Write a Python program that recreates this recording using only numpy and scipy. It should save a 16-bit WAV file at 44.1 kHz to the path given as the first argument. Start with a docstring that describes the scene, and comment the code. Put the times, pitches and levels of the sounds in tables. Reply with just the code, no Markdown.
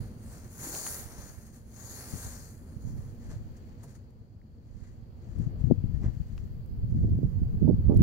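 """Wind on a hand-held camera in a sand arena

Gusty wind rumbles at two microphone ports: shaped noise, with bursts and sudden pressure flips on top.
A sleeve slides close by in two main passes: bright noise coloured by the ports, with one short low creak.
Hooves of a horse far off scuff the sand faintly: duller noise with short thuds. The grip ticks now and then.
Behind it lie the slowly swelling drone and hiss of the open field.
"""
import sys
import numpy as np
from scipy import signal
from scipy.fft import rfft, irfft
from scipy.io import wavfile
from scipy.ndimage import uniform_filter1d

SR = 44100
rng = np.random.default_rng(int(sys.argv[2]) if len(sys.argv) > 2 else 0)


def bounce(signal):
    """Save signal as a 16-bit WAV file at the path given by the first command-line argument."""
    frames = np.transpose(np.atleast_2d(signal))
    limited = np.clip(frames, -1, 1)
    pcm = np.round(limited * 32767).astype(np.int16)
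    wavfile.write(sys.argv[1], SR, pcm)


N = 354034

# In all tables, a positive pan leans to the left port; levels are nominal, before random fluctuation.
# steady wind: (time [s], level [dB], pan [dB])
WIND_CURVE = [(0, -49, -6), (.7, -48, -9), (2.0, -50.5, -20), (3.5, -49.5, -2), (4.6, -51.5, 1.5),
              (5.3, -43, -9), (5.6, -29.5, 12), (6.35, -35.5, 4.5), (6.85, -28, -6), (7.12, -18.5, -0.5),
              (7.34, -30.5, -6), (7.52, -29.5, 5), (7.78, -19.5, -10), (8.03, -17, -2)]
# gusts: (peak time [s], peak level [dB], pan [dB], time to die by 10 dB [s], at least 0.005)
GUST_EVENTS = [(0.01, -24, -26, 0), (1.01, -40.5, -10.5, 0.3), (1.19, -34, -3, -0.04),
               (2.152, -23, 16, -0.14), (2.26, -29, -2, 0.04), (2.769, -31, -10, -0.1),
               (2.86, -26, -10, 0.0961), (2.94, -31, -1.5, 0.14), (3.28, -32, -2.5, 0.23),
               (4.739, -37.5, -16, 0.24), (5.392, -20.5, 25, 0.1947), (5.645, -19, 28, 0.09),
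               (5.68, -22.5, 25, 0.115), (5.717, -25, 28, 0.02), (5.86, -28.5, 22, 0.3),
               (5.97, -24, 22, 0.17), (6.065, -14, 5, 0.0051), (6.208, -16.5, 7, -0.07),
               (6.69, -35.5, 13.5, 0.5), (6.97, -14, 3, 0.09), (7.25, -21.5, -11, 0.3),
               (7.425, -19.5, -6, 0.04), (7.55, -21, 4.5, 0.06), (7.63, -20, -8, 0.06),
               (7.712, -16.5, -3, 0.07), (7.89, -12, -15.5, -0.07), (8.01, -18.5, -1, 0.72)]
# wind pressure at reference air speed: (frequency [Hz], density [dB per Hz])
EDDY_SPECTRUM = [(15, -14), (40, -8.5), (80, 4.5), (130, -0.5), (200, -11), (300, -22.5), (500, -38.5),
                 (800, -55), (1400, -70), (3000, -110)]
# eddies bursting on a port: (start [s], peak above 300 Hz [dB], pan [dB], air speed factor [1])
BUFFET_EVENTS = [(2.128, -45.5, 19, 0.97), (5.7, -24.5, 29, 1.4), (7.036, -33, -21, 1.8),
                 (7.074, -33.5, -2, 1.8), (7.612, -25, -14, 1.2), (7.635, -26, -17.5, 1.34),
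                 (7.674, -19.5, -17.5, 1.9), (7.688, -16, -23, 2.07), (7.893, -16.5, -25.5, 2.4),
                 (7.914, -15, -27, 2.74), (7.935, -22.5, -17, 2.1), (8.0, -22, -10.5, 1.56)]
# pressure of one burst at reference air speed: (frequency [Hz], density [dB per Hz])
BURST_SPECTRUM = [(20, -23), (60, -7), (100, 0.5), (160, -4), (240, -13.5), (350, -23), (480, -38.5),
                  (650, -57), (1000, -95.5)]
# pressure flips: (time [s], peak [dB], pan [dB], flip length, about trough to crest [s])
SLAP_EVENTS = [(0.0173, -23, -32, 0.0033), (1.188, -33, 3, 0.0033), (2.9061, -28.5, 12, 0.0032),
               (5.401, -14.5, 26, 0.0031), (5.6438, -9.5, 34, 0.0041), (5.712, -5, 38, .0013),
               (5.722, -3, 36, 0.0023), (5.8422, -13.5, 28, 0.003), (6.043, -20, 8, 0.0024),
               (6.063, -16.5, 8, 0.0056), (7.039, -21, -16, 0.0026), (7.0484, -14.5, -15, 0.0022),
               (7.1893, -20, -16, 0.0017), (7.219, -21.5, -11, 0.0022), (7.2328, -16, -22.5, .0017),
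               (7.42, -16.5, -15, 0.0028), (7.6814, -13, -12, 0.002), (7.629, -13.5, -15, 0.0019),
               (7.7104, -10, -14.5, 0.0019), (7.741, -13, -11, 0.0032), (7.869, -11, -15.5, 0.0049),
               (7.898, -10.5, -19.5, 0.002), (8.0076, -5.5, -3, 0.0029)]
# sleeve strokes: (peak time [s], relative level [dB], rise by 20 dB [s], fall by 20 dB [s],
#                  brightness [dB per octave], catching [dB rms])
SLEEVE_STROKES = [(.05, -54.5, 0.48, 0.14, -2.2, 1.1), (0.361, -47.5, 0.24, 0.18, -1.2, 0.94),
                  (0.742, -31, 0.24, 0.16, 0.6, 1.6), (0.869, -31, 0.17, 0.23, 1.34, 0.89),
                  (1.22, -43.5, 0.85, 0.24, -1.04, 1.5), (1.38, -51.5, 0.11, 0.23, -1.2, 1.8),
                  (1.55, -50, 0.035, 0.091, -0.5, 1.5), (1.93, -40.5, 0.27, 0.25, 0, 0.52),
                  (2.182, -37.5, 0.41, 0.41, 0.26, 0.28), (2.97, -56.5, 0.71, 0.27, -2.5, 1.5)]
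# churned sand: (time [s], level [dB])
SWISH_CURVE = [(3.0, -68), (3.95, -65), (4.02, -74), (4.25, -79), (4.5, -83), (4.85, -59.5), (5.11, -82),
               (5.24, -64.5), (5.45, -62), (5.56, -82), (5.66, -64), (5.8, -73), (6.0, -66), (6.4, -63),
               (6.81, -93.5), (6.91, -65), (7.87, -74), (8.03, -62.5)]
# hoof scuffs: (time [s], level [dB], decay time constant [s], dullness [0-1], thud over spray [dB])
HOOF_SCUFFS = [(3.244, -56.5, 0.1, 0.33, -3), (3.315, -49, 0.04, 0.45, 2), (3.57, -55, 0.014, 0.24, -14),
               (3.838, -50.5, 0.015, 0.07, 4), (3.88, -59, 0.024, .25, -10),
               (3.903, -57, 0.052, 0.2, -14.5), (3.954, -53.5, .015, 0.22, -9), (4.844, -61, .02, 0.9, -5),
               (5.4, -65, 0.036, 0.9, -2), (5.603, -61.5, 0.039, 0.4, -6), (5.952, -59.5, 0.02, 1, 6),
               (6.029, -56, 0.015, 1, 10.5), (6.048, -51.5, 0.034, 1, 9)]
# port colour: (frequency [Hz], left density [dB per Hz], right density [dB per Hz])
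PORT_COLOUR = [(430, -3, -2.5), (1070, -8.5, -8.5), (1780, -4.5, -12), (2820, -19.5, -20), (3730, -18, -17),
               (4320, -5.5, -18.5), (5300, -11, -22), (6700, 1, -17.5), (7440, -3.5, -13.5),
               (8000, -14, -13), (8340, -9.5, -8.5), (9100, -10.5, -2.5), (10000, -11.5, -7),
               (11500, -13.5, -7.5), (13100, -18, -10), (15700, -8.5, -14)]
# port delay: (frequency [Hz], left lead [rad])
PORT_LEAD = [(0, 2.5), (2410, -1.5), (4130, -3), (6890, -8.5), (8270, -14), (9910, -17), (12700, -25.5),
             (15600, -28.5)]
# port coherence: (frequency [Hz], left-right likeness [0-1])
PORT_LIKENESS = [(300, 0.99), (1800, 0.8), (3000, 0.51), (15000, 0.29)]
# grip ticks: (time [s], peak [dB], centre [Hz], offset where 6 dB down [octaves], pan [dB])
GRIP_TICKS = [(0.751, -29, 3000, 1.7, 2), (0.867, -29, 1200, 1.1, 3.5), (1.5459, -49.5, 8000, 1.3, 0.5),
              (2.825, -51, 8000, 0.89, 6), (3.8416, -44, 9000, 0.77, -6), (4.107, -52, 11000, 1.9, 19),
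              (4.417, -56, 2000, 0.25, 7), (5.387, -47, 12000, 1.7, 15), (6.3799, -40, 1300, 1.6, 9),
              (6.662, -49, 11000, 1.1, 19), (7.947, -46, 9000, 1.6, 6.5), (7.9667, -38, 900, 2.1, -18),
              (7.974, -38.5, 11000, 0.54, -22), (8.017, -44, 10000, .8, -18)]
# creak of the catching sleeve: (start [s], length [s], start pitch [Hz], end pitch [Hz], level [dB])
SLEEVE_CREAK = (.665, .09, 295, 355, -45)
# open air: (frequency [Hz], left density [dB per Hz], right density [dB per Hz])
AIR_SPECTRUM = [(28, -13.5, -19), (62.6, -1.5, -2.5), (108, -5.5, -4.5), (199, -13.5, -13.5),
                (408, -21, -21), (840, -32, -32), (1330, -39, -38.5), (2680, -46, -47),
                (3320, -43.5, -49.5), (3580, -50.5, -55.5), (4580, -37, -52), (5370, -51.5, -58),
                (7000, -50, -63), (9100, -63.5, -59), (15500, -51.5, -50.5)]
# open-air coherence: (frequency [Hz], left-right likeness [-1 to 1])
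AIR_LIKENESS = [(60, 0.85), (150, 0.97), (380, 0.91), (950, -0.33), (2380, -0.02), (5980, 0.032),
                (15000, -0.12)]
# field swells: (time [s], drone gain [dB], middle hiss gain [dB], top hiss gain [dB])
FIELD_SWELLS = [(0, 7, 3.5, 9), (1, -4, 3, -10), (2, 1, -3, -8), (3, 3.5, 0, 11), (3.7, 3, 3.5, 5.5),
                (4.3, -4.5, -4, -5.5), (5.1, -0.5, 0, 0.5), (5.5, 8, 1.5, 4.5), (6.3, 0.5, 3.5, 7),
                (7, 2, 0.2, 9), (8.03, 10.5, 1.5, 10.5)]
# bands where the drone stands out: (centre [Hz], width [Hz], gain [dB])
DRONE_PEAKS = [(109, 22, 4.5), (225.6, 39.8, 10.5), (475, 19, 5)]

GUST_RISE_SHARE = 0.29  # of the time to die
BURST_S, SPLIT_HZ, TREBLE_SHARE = 0.045, 380, 0.66  # above the split a burst lasts only this share
SLAP_BEFORE, SLAP_AFTER = 0.74, 2.23  # reach in flip lengths
SLAP_SLOWS = 0.41  # slows the swings around the flip
SLAP_EDGE, EDGE_REACH = 0.21, 0.4  # steeper mid-flip step: share, reach in flip lengths
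SAND_HZ, SAND_WIDTH_HZ, SAND_DB = 1900, 330, 4.5  # band where sand stands out
THUD_HZ, SCUFF_RISE_SHARE = 950, 0.46  # thud's upper limit; rise as a share of the decay
AIR_DB, EDGE_HZ = -49, 15800


def gain_of(db):
    """Decibels to amplitude gain."""
    return 10 ** (np.asarray(db) / 20)


def power_of(db):
    """Decibels to power."""
    return gain_of(2 * db)


def evened(x):
    """Scales to rms 1."""
    return x / np.sqrt(np.mean(x ** 2) + 1e-20)


def read(table, hz):
    """Spectrum columns at hz, interpolated over log frequency."""
    f, *columns = np.transpose(table)
    return np.array([np.interp(np.log(hz + 1), np.log(f + 1), c) for c in columns])


def follow(table, t):
    """Curve columns at times t."""
    s, *columns = np.transpose(table)
    return [np.interp(t, s, c) for c in columns]


def grid(size):
    """Frequencies (column) and times (row) of short-time spectra overlapping by three quarters."""
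    hop = size // 4
    return np.fft.rfftfreq(size, 1 / SR)[:, None], np.arange(N // hop + 2) * hop / SR


def noise(db, same):
    """Two-channel noise from a dB field (2, bins, frames) and a complex left-right likeness."""
    bins, frames = db.shape[1:]
    shape = (2, frames, bins)
    draws = rng.standard_normal(shape) + 1j * rng.standard_normal(shape)
    left, other = draws.swapaxes(1, 2)
    right = same * left + np.sqrt(1 - abs(same) ** 2) * other
    size = 2 * (bins - 1)
    spectra = np.array([left, right]) * gain_of(db)
    _, sound = signal.istft(spectra, nperseg=size, noverlap=size - size // 4)
    return sound[:, :N]


def wander(shape, size):
    """Slow random numbers of rms 1 along the last axis."""
    smooth = uniform_filter1d(rng.standard_normal(shape), size)
    return evened(uniform_filter1d(smooth, size))


def sides(pan_db):
    """Left and right offsets [dB] for a pan; both lie below 0 dB."""
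    return -10 * np.log10(1.5 + 10 ** (np.array([-pan_db, pan_db]) / 10))


def power_db(db):
    """Summed power [dB] over the bins of a dB field."""
    return 10 * np.log10((10 ** (db / 10)).sum(-2, keepdims=True))


def apart(t, s, rise, fall):
    """Distance from the peak at s, in units of the rise before it and the fall after it."""
    return np.where(t < s, (s - t) / max(rise, .005), (t - s) / max(fall, .005))


def add_at(out, start, sound):
    """Adds a two-channel sound at a sample index, cut at the end of out."""
    part = out[:, start:][:, :sound.shape[1]]
    part += sound[:, :part.shape[1]]


def wind():
    """Unrelated lumpy rumble at each port; faster air is louder and carries eddies to higher pitch."""
    hz, t = grid(size=1024)
    level_db, pan_db = follow(WIND_CURVE, t)
    power = power_of(level_db + sides(pan_db))
    for s, db, pan_db, fall_s in GUST_EVENTS:
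        decay_db = 10 * apart(t, s, GUST_RISE_SHARE * fall_s, fall_s)
        power = power + power_of(db + sides(pan_db)[:, None] - decay_db)
    port_db = 10 * np.log10(power) + 2.28 * wander((2, len(t)), size=3)
    speed = np.maximum(gain_of(0.18 * (port_db + 23.0)), .8)
    shape_db = np.array([read(EDDY_SPECTRUM, hz / v)[0] for v in speed])
    lumps = gain_of(3.23 * wander((2, N), size=400))
    return lumps * noise(shape_db - power_db(shape_db) + port_db[:, None], 0)


def buffets():
    """Quick swells of turbulence, unrelated at the ports; a faster eddy reaches higher pitch."""
    t = np.arange(8192) / SR
    hz = np.fft.rfftfreq(len(t), 1 / SR)
    out, lead_s = np.zeros((2, N)), .05
    low_share = 1 / (1 + (hz / SPLIT_HZ) ** 4)
    for s, db, pan_db, speed in BUFFET_EVENTS:
        draw = rng.standard_normal((2, len(t)))
        low, high = (rfft(draw * np.sin(np.pi * np.clip((t - lead_s) / length_s, 0, 1) ** 0.49))
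                     for length_s in (BURST_S, TREBLE_SHARE * BURST_S))
        spectrum = low_share * low + (1 - low_share) * high
        spectrum = spectrum * gain_of(read(BURST_SPECTRUM, hz / max(speed, .5))[0])
        peak = abs(irfft(spectrum * (hz > 300))).max(1, keepdims=True)
        burst = gain_of(db + sides(pan_db))[:, None] * irfft(spectrum) / peak
        add_at(out, max(round((s - lead_s) * SR), 0), burst)
    return out


def slaps():
    """One quick flip of pressure each, of random sign, between a short swing and a longer one."""
    out, signs = np.zeros((2, N)), rng.choice([-1., 1.], len(SLAP_EVENTS))
    t = np.arange(-700, 1400) / SR
    for (s, db, pan_db, flip_s), sign in zip(SLAP_EVENTS, signs):
        u = t / flip_s
        reach = SLAP_BEFORE + (SLAP_AFTER - SLAP_BEFORE) * (1 + np.tanh(u)) / 2
        swing = np.sin(np.pi * u / np.sqrt(1 + SLAP_SLOWS * u ** 2)) * np.exp(-(u / reach) ** 2)
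        swing = swing + SLAP_EDGE * u / EDGE_REACH * np.exp(-(u / EDGE_REACH) ** 2)
        slap = sign * gain_of(db + sides(pan_db))[:, None] * swing / abs(swing).max()
        add_at(out, max(round((s + t[0]) * SR), 0), slap)
    return out


def sleeve_power(hz, t, octaves):
    """Power of sliding cloth: strokes swell and fade while the weave catches and slips."""
    slips = wander(len(t), size=8)
    power = 0
    for s, db, rise_s, fall_s, tilt, catch_db in SLEEVE_STROKES:
        fade_db = 20 * apart(t, s, rise_s, fall_s) ** 1.93
        power = power + power_of(db - fade_db + tilt * octaves + catch_db * slips)
    # the rustle drifts in colour, mostly in the treble
    bands = evened(uniform_filter1d(wander((len(hz), len(t)), size=40), size=14, axis=0))
    return 0.4 * power * power_of(2.4 * bands / (1 + (2500 / (hz + 1)) ** 2))


def far_colour_db(hz, octaves, ports_db):
    """Colour of distant sand: distance takes the treble and weakens the colour of the ports."""
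    dull_db = -14.0 * np.maximum(np.log2((hz + 1) / 7500), 0) ** .5 - 1.5 * octaves
    dull_db = dull_db + SAND_DB * np.exp(-((hz - SAND_HZ) / SAND_WIDTH_HZ) ** 2)
    return dull_db - 0.34 * (ports_db - ports_db.mean())


def swish_power(t, dull_db):
    """Power of churned sand: a dull wash of grains that follows the swish curve."""
    level_db = np.where(t > SWISH_CURVE[0][0], follow(SWISH_CURVE, t)[0], -150)
    return power_of(level_db + 1.6 * wander(len(t), size=4) + dull_db)


def hoof_power(hz, t, octaves, dull_db):
    """Power of hoof scuffs: a spray of sand and a low thud share one quick rise and decay."""
    power = 0
    for s, db, decay_s, dullness, thud_db in HOOF_SCUFFS:
        rise_s = SCUFF_RISE_SHARE * decay_s
        envelope = np.exp(-np.maximum(t - s, 0) / decay_s - np.maximum(s - t, 0) / rise_s)
        spray = power_of(2.0 * dullness * dull_db)
        thud = power_of(thud_db - 2.0 * octaves) / (1 + (hz / THUD_HZ) ** 6)
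        power = power + (gain_of(db) * envelope) ** 2 * (spray + thud)
    return power


def friction():
    """Cloth and sand as grainy noise reaching both ports through their own colour and delay."""
    hz, t = grid(size=512)
    octaves = np.log2((hz + 200) / 6000)
    ports_db = read(PORT_COLOUR, hz)
    ports_db = ports_db - power_db(ports_db).max()
    dull_db = far_colour_db(hz, octaves, ports_db)
    power = 1e-15 + sleeve_power(hz, t, octaves)
    power = power + swish_power(t, dull_db) + hoof_power(hz, t, octaves, dull_db)
    same = np.clip(read(PORT_LIKENESS, hz)[0], 0, 1) * np.exp(-1j * read(PORT_LEAD, hz)[0])
    grain = gain_of(1.3 * wander(N, size=20))
    return grain * noise(ports_db + 10 * np.log10(power), same)


def ticks():
    """Ticks of the grip: about a millisecond of band-shaped noise, lightly coloured by the ports."""
    out, t = np.zeros((2, N)), np.arange(-64, 448) / SR
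    hz = np.fft.rfftfreq(len(t), 1 / SR)
    for s, db, centre_hz, spread_octaves, pan_db in GRIP_TICKS:
        envelope = np.exp(-np.maximum(t, 0) / 0.00065 - np.maximum(-t, 0) / 0.00081)
        snap = rng.standard_normal(len(t)) * envelope
        band_db = -6.0 * (np.log2((hz + 100) / centre_hz) / max(spread_octaves, .2)) ** 2
        snap = irfft(rfft(snap) * gain_of(0.08 * read(PORT_COLOUR, hz) + band_db))
        tick = gain_of(db + sides(pan_db))[:, None] * snap / abs(snap).max(1)[:, None]
        add_at(out, round((s + t[0]) * SR), tick)
    return out


def creak():
    """The sleeve catches: a wavering low tone, alike at both ports, rises in pitch while it fades."""
    s, length_s, start_hz, end_hz, db = SLEEVE_CREAK
    u = np.clip((np.arange(N) / SR - s) / length_s, 0, 1)
    hz = (start_hz + (end_hz - start_hz) * u) * (1 + 0.038 * wander(N, size=200))
    level = gain_of(db + 7.2 * wander(N, size=300)) * np.sin(np.pi * u ** .5)
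    return level * np.sin(2 * np.pi * np.cumsum(hz) / SR)


def air():
    """Far drone and hiss of the open field: noise whose low, middle and top ranges swell apart."""
    hz, t = grid(size=2048)
    base_db = read(AIR_SPECTRUM, hz)
    field_db = base_db - power_db(base_db).max() + 2.0 * wander((len(hz), len(t)), size=4)
    drone_db, middle_db, top_db = follow(FIELD_SWELLS, t)
    field_db = field_db + drone_db / (1 + (hz / 2500) ** 2)
    field_db = field_db + middle_db * np.exp(-np.log2((hz + 1) / 3000) ** 2)
    field_db = field_db + top_db / (1 + (9000 / (hz + 1)) ** 4)
    for centre_hz, width_hz, db in DRONE_PEAKS:
        field_db = field_db + db * np.exp(-(2 * (hz - centre_hz) / width_hz) ** 2)
    return gain_of(AIR_DB) * noise(field_db, np.clip(read(AIR_LIKENESS, hz)[0], -1, 1))


def scene():
    """All sources summed at the two ports."""
    return wind() + buffets() + slaps() + friction() + ticks() + creak() + air()


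def record(dry):
    """Eases both ends over 6 ms and limits the band by a linear-phase low-pass."""
    taps = signal.firwin(1023, EDGE_HZ, window=("kaiser", 9), fs=SR)
    eased = dry * signal.windows.tukey(N, .012 * SR / N)
    return signal.oaconvolve(eased, taps[None], "same")


dry = scene()
out = record(dry)
bounce(out)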